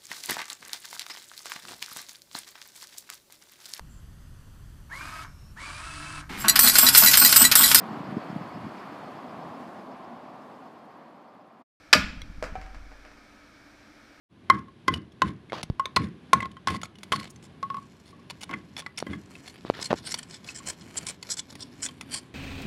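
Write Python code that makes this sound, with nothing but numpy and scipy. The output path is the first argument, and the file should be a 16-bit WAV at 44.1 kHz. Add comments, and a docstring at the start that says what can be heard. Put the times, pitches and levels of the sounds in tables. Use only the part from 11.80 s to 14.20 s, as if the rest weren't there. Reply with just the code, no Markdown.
"""Steady ventilation hiss in a large workshop; then a wooden board smacks an aluminium can flat.
The can wall buckles in about 10 ms, rings board and can, and overloads the microphone.
The workbench booms and keeps rocking on its legs. The can flies up, ticks once in the air
as its dented wall springs back, lands, bounces and wobbles to rest."""
import sys
import numpy as np
from scipy import signal
from scipy.fft import rfft, irfft
from scipy.io import wavfile

SR = 44100
rng = np.random.default_rng(int(sys.argv[2]) if len(sys.argv) > 2 else 0)


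def int16_out(signal):
    """Quantize to a 16-bit WAV file."""
    q = np.round(np.clip(np.atleast_2d(signal).T, -1, 1) * 32767)
    wavfile.write(sys.argv[1], SR, q.astype(np.int16))


N = 105840
T = np.arange(N) / SR

# ventilation spectrum: (frequency [Hz], relative density [dB])
HISS_SPECTRUM = [(15, -38), (25, -6.5), (93, -7), (193, -15), (215, -4), (252, -17), (289, 0.5), (339, -12),
                 (421, -14.5), (468, -14), (508, -11), (630, -11), (1050, -16.5), (1270, -11.5),
                 (1700, -10), (2000, -18), (2230, -10), (2760, -22), (5710, -22), (6530, -30),
                 (15400, -44.5)]
# duct resonances: (frequency [Hz], rms level [dB], t60 [s])
DUCT_RESONANCES = [(228, -68, 0.096), (290, -64.5, .1), (620, -76, .1), (1280, -68.5, .05)]
# can wall gives way: (time [s], hold [s], level [dB], treble weight [ratio])
WALL_CRUSHES = [(0.1288, 0.0022, -7, .15), (0.1314, 0.0071, -7, 0), (0.15, .003, -28, 1.14)]
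# buckling metal: (frequency [Hz], relative density [dB])
CRACK_SPECTRUM = [(50, -37), (200, -20), (500, -18), (1000, -7), (1700, 1.5), (2000, -2.5), (2450, 1.5),
                  (2750, -4.5), (4000, -4), (4800, -0.5), (5600, -6), (6300, -17), (7500, -14.5),
                  (9000, -27.5), (12000, -26), (15000, -43)]
# board and can together: (frequency [Hz], level [dB], t60 [s])
BOARD_CAN_MODES = [(589, -30.5, .16), (904, -34.5, .15), (1227.3, -16.5, .13), (1430, -22.5, .08),
                   (1628, -25.5, .06), (1749, -16, .07), (1766, -20, .06), (2214, -23, 0.21),
                   (2545, -25.5, 0.24), (3075, -25.5, .07), (3295, -24.5, .07), (3485, -24.5, .06),
                   (4800, -23.5, .05), (5032, -28, .08)]
# bench top, boom: (frequency [Hz], level [dB], t60 [s])
TOP_BOOM_MODES = [(66, -32, .5), (88, -32.5, .4), (170.7, -23.5, 0.16), (196, -28.5, 0.31),
                  (247, -28, 0.18), (260, -25.5, .2), (263.3, -34.5, .25)]
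# loose bench parts: (frequency [Hz], relative density [dB])
SHUDDER_SPECTRUM = [(25, -14.5), (60, 4.5), (130, -1), (200, 3.5), (300, -2), (420, -27.5), (1000, -46.5),
                    (4000, -70.5)]
# bench top, knock: (frequency [Hz], level [dB], t60 [s])
TOP_KNOCK_MODES = [(292, -17.5, .35), (504.7, -4, .07), (618, 3.5, .065), (960, -18, 0.041),
                   (1388, -8.5, 0.058)]
# bench rocks on its legs: (time [s], impulse [dB], contact length [s])
LEG_KNOCKS = [(0.24, -31, 0.0059), (0.27, -40.5, 0.0096), (0.37, -33, 0.0074), (0.426, -31.5, 0.0083),
              (0.497, -34.5, 0.0062), (0.579, -33.5, 0.0064), (0.643, -34.5, 0.0063), (0.721, -33, 0.0057),
              (0.779, -33, 0.0071), (0.853, -38, 0.0081), (0.963, -38, 0.0084), (1.021, -38, 0.011)]
# bench frame: (frequency [Hz], level [dB], t60 [s])
BENCH_FRAME_MODES = [(13, -11.5, 1.2), (27.45, -3.5, 0.14), (44.66, -6, 1.2), (65, -8, 0.24),
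                     (88.2, -6.5, 0.17), (135, -11, .05), (180.4, -1.5, 0.1), (230, 2, .12)]
# dented wall: (frequency [Hz], level [dB], t60 [s])
DENT_MODES = [(1400, -71, 0.015), (2160, -38, .035), (3340, -34, 0.022), (3940, -37.5, 0.024),
              (5720, -40, 0.021), (8600, -46.5, 0.013), (11300, -52, 0.0037), (14200, -71, .005)]
# can meets bench: (time [s], clatter [dB], clatter cut-off [Hz], knock [dB], hollow ring [dB])
CAN_CONTACTS = [(0.6257, -32.5, 18100, -27, -52), (0.6395, -33.5, 5900, -34, -60),
                (0.7545, -40, 2600, -49, -30.5), (0.814, -42.5, 7000, -59, -59),
                (0.862, -45.5, 2580, -57, -62), (0.946, -44, 5030, -56, -55), (1.117, -47, 2400, -55, -53),
                (1.250, -44.5, 3600, -51.5, -60), (1.315, -48, 2500, -59, -70)]
# folded metal: (frequency [Hz], relative density [dB])
CLATTER_SPECTRUM = [(200, -21), (600, 3), (1000, 0.5), (1600, 5), (2400, -1), (3500, -10.5), (5200, -5.5),
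                    (6400, -14), (8000, -15.5), (11000, -26.5), (15000, -28)]
# hollow of the can: (frequency [Hz], level [dB], t60 [s])
CAN_HOLLOW_MODES = [(750.7, 2, 0.088), (760, -17.5, 1), (864, -22, 0.089), (1300, -9, 0.093),
                    (1550, -21, 0.46), (2363, -19.5, 0.26), (2960, -23.5, 0.13)]
# workshop reverberation: (frequency [Hz], gain [dB])
TAIL_SPECTRUM = [(100, -13.5), (300, -9.5), (700, -16), (1200, -9), (1800, -12.5), (2900, -12.5),
                 (4200, -22.5), (5200, -14.5), (7500, -18), (14000, -20.5)]
# its decay: (frequency [Hz], t60 [s])
TAIL_DECAY = [(100, .7), (300, 0.47), (600, .6), (1500, 0.46), (3000, 0.54), (5000, .54), (7500, .42),
              (14000, .24)]

THIN_BELOW_HZ = 270   # small objects radiate little bass


def from_db(db):
    """Decibels to gain."""
    return 10 ** (np.asarray(db) / 20)


def rms_one(x):
    """Scale to unit rms."""
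    return x / np.sqrt(np.mean(x ** 2) + 1e-20)


def at_hz(points, hz):
    """Read a table on a log-frequency axis."""
    table_hz, values = np.transpose(points)
    return np.interp(np.log(np.maximum(hz, 1)), np.log(table_hz), values)


def cut_below(x, hz):
    """Second-order high-pass."""
    return signal.sosfilt(signal.butter(2, hz, "high", fs=SR, output="sos"), x + 1e-18)


def colour(x, spectrum):
    """Minimum-phase filter of unit power gain with the given spectrum."""
    size = 8192
    magnitude = rms_one(from_db(at_hz(spectrum, np.arange(size // 2 + 1) * SR / size)))
    cepstrum = irfft(np.log(magnitude))
    cepstrum[1:size // 2] *= 2
    cepstrum[size // 2 + 1:] = 0
    return signal.fftconvolve(x, irfft(np.exp(rfft(cepstrum))))[:N]


def ring(x, hz, t60_s):
    """One mode: a unit click starts a decaying sine of height 1."""
    radius, step_rad = from_db(-60 / (t60_s * SR)), 2 * np.pi * hz / SR
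    return signal.lfilter([0, np.sin(step_rad)], [1, -2 * radius * np.cos(step_rad), radius ** 2], x + 1e-18)


def body(force, modes):
    """Parallel modes driven by one force."""
    return sum(from_db(db) * ring(force, hz, t60_s) for hz, db, t60_s in modes)


def clicks(times_s, levels_db):
    """One click per contact."""
    force = np.zeros(N)
    np.add.at(force, (np.atleast_1d(times_s) * SR).astype(int), from_db(levels_db))
    return force


def ventilation(hiss_db=-55):
    """Steady air hiss plus noise-driven duct resonances."""
    hiss = from_db(hiss_db) * colour(rng.standard_normal(N), HISS_SPECTRUM)
    ducts = sum(from_db(db) * rms_one(ring(rng.standard_normal(N), hz, t60_s))
                for hz, db, t60_s in DUCT_RESONANCES)
    return hiss + ducts


def crumple(start_s, hold_s, release_s, buckles_per_s=9000, spread_db=5.5):
    """Dense run of tiny buckles: holds near rms 1, then dies away."""
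    envelope = (T >= start_s) * np.exp(-np.maximum(T - start_s - hold_s, 0) / release_s)
    sizes = from_db(spread_db * np.minimum(rng.exponential(1, N), 2)) * rng.choice([-1, 1], N)
    run = envelope * sizes * (rng.random(N) < buckles_per_s / SR)
    for _ in range(2):   # whiten so no pitch stands out
        run = np.sqrt(envelope) * irfft(np.exp(1j * np.angle(rfft(run))), N)
    return rms_one(run) * np.sqrt(np.mean(envelope ** 2))


def smack(treble_hz=7870, treble_db=12):
    """The buckling wall cracks and rings board and can: (crack, ringing)."""
    force = ringing = 0
    for start_s, hold_s, db, treble_weight in WALL_CRUSHES:
        run = from_db(db) * crumple(start_s, hold_s, release_s=.0025)
        force = force + run + treble_weight * from_db(treble_db) * cut_below(run, treble_hz)
    for hz, db, t60_s in BOARD_CAN_MODES:
        unit_ring_rms = np.sqrt(t60_s * SR / N / (4 * np.log(1000)))
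        ringing = ringing + from_db(db) * unit_ring_rms * rms_one(ring(force, hz, t60_s))
    return colour(force, CRACK_SPECTRUM), cut_below(ringing, THIN_BELOW_HZ)


def bench_boom(start_s=.148, swell_s=.011, shudder_db=-36.5, shudder_decay_s=.16):
    """The blow sets the top booming and loose parts shuddering."""
    age_s = np.maximum(T - start_s, 0)
    boom = body(clicks(start_s, levels_db=3), TOP_BOOM_MODES)
    shudder = from_db(shudder_db) * colour(rng.standard_normal(N), SHUDDER_SPECTRUM)
    swell = 1 - np.exp(-(age_s / swell_s) ** 2)
    return (boom + shudder * np.exp(-age_s / shudder_decay_s)) * swell


def board_slam():
    """The board bottoms out and knocks the bench top."""
    return cut_below(body(clicks(times_s=.151, levels_db=-22.5), TOP_KNOCK_MODES), THIN_BELOW_HZ)


def bench_rocking():
    """Soft knocks on the legs drive the frame."""
    force = 0
    for start_s, db, contact_s in LEG_KNOCKS:
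        pulse = np.sin(np.pi * np.clip((T - start_s) / contact_s, 0, 1)) ** 2
        force = force + from_db(db) * 2 / (contact_s * SR) * pulse
    return -body(force, BENCH_FRAME_MODES)


def dent_tick():
    """The dented wall snaps back in flight."""
    return body(clicks(times_s=.418, levels_db=0), DENT_MODES)


def can_landings():
    """Each touch rattles the metal, knocks the top and rings the can's hollow: (clatter, tones)."""
    times_s, clatter_db, cutoffs_hz, knock_db, hollow_db = np.transpose(CAN_CONTACTS)
    rattle = 0
    for start_s, db, hz in zip(times_s, clatter_db, cutoffs_hz):
        run = crumple(start_s, hold_s=.00071, release_s=.0055)
        lowpass = signal.butter(1, hz, fs=SR, output="sos")
        rattle = rattle + from_db(db) * signal.sosfilt(lowpass, run + 1e-18)
    knocks = body(clicks(times_s, knock_db), TOP_KNOCK_MODES)
    hollow = body(clicks(times_s, hollow_db), CAN_HOLLOW_MODES)
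    return colour(rattle, CLATTER_SPECTRUM), cut_below(knocks + hollow, THIN_BELOW_HZ)


def workshop(x, delay_s=.0056, build_s=.012, early_db=-10.5, early_delay_s=.0062, early_decay_s=.024):
    """Scatter from the bench and nearby boards, then a diffuse tail, shorter in the treble."""
    edges_hz, white = np.geomspace(70, 17000, 15), rng.standard_normal((2, N))
    age_s, response = np.maximum(T - delay_s, 0), 0
    for k, (low_hz, high_hz) in enumerate(zip(edges_hz, edges_hz[1:])):
        hz = np.sqrt(low_hz * high_hz)
        bandpass = signal.butter(2, [low_hz, high_hz], "band", fs=SR, output="sos")
        envelope = from_db(-60 * age_s / at_hz(TAIL_DECAY, hz)) * (1 - np.exp(-age_s / build_s))
        tail = rms_one(signal.sosfilt(bandpass, white[k % 2]) * envelope)
        band_rms = np.sqrt(2 * (high_hz - low_hz) / SR / N)
        response = response + from_db(at_hz(TAIL_SPECTRUM, hz)) * band_rms * tail
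    early = rng.standard_normal(N) * (T > early_delay_s) * np.exp(-T / early_decay_s)
    return signal.fftconvolve(x, response + from_db(early_db) * rms_one(early) / np.sqrt(N))[:N]


def scene():
    """Hiss, blow, bench and can; smack, slam and landings feed the room."""
    crack, ringing = smack()
    clatter, tones = can_landings()
    tones = tones + board_slam()
    room = workshop(crack + from_db(-11) * ringing + from_db(9) * clatter + from_db(-1.5) * tones)
    bench = bench_boom() + bench_rocking()
    return (ventilation() + crack + ringing + bench + dent_tick() + clatter + tones + room)[None]


def record(dry, overload_level=1.05, low_cut_hz=6, stopband_hz=15900):
    """Microphone: high-pass, soft overload, steep low-pass."""
    dry = signal.sosfilt(signal.butter(1, low_cut_hz, "high", fs=SR, output="sos"), dry)
    limited = dry / (1 + (dry / overload_level) ** 4) ** (1 / 4)
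    return signal.sosfilt(signal.cheby2(16, 60, stopband_hz, fs=SR, output="sos"), limited)


dry = scene()
out = record(dry)
int16_out(out)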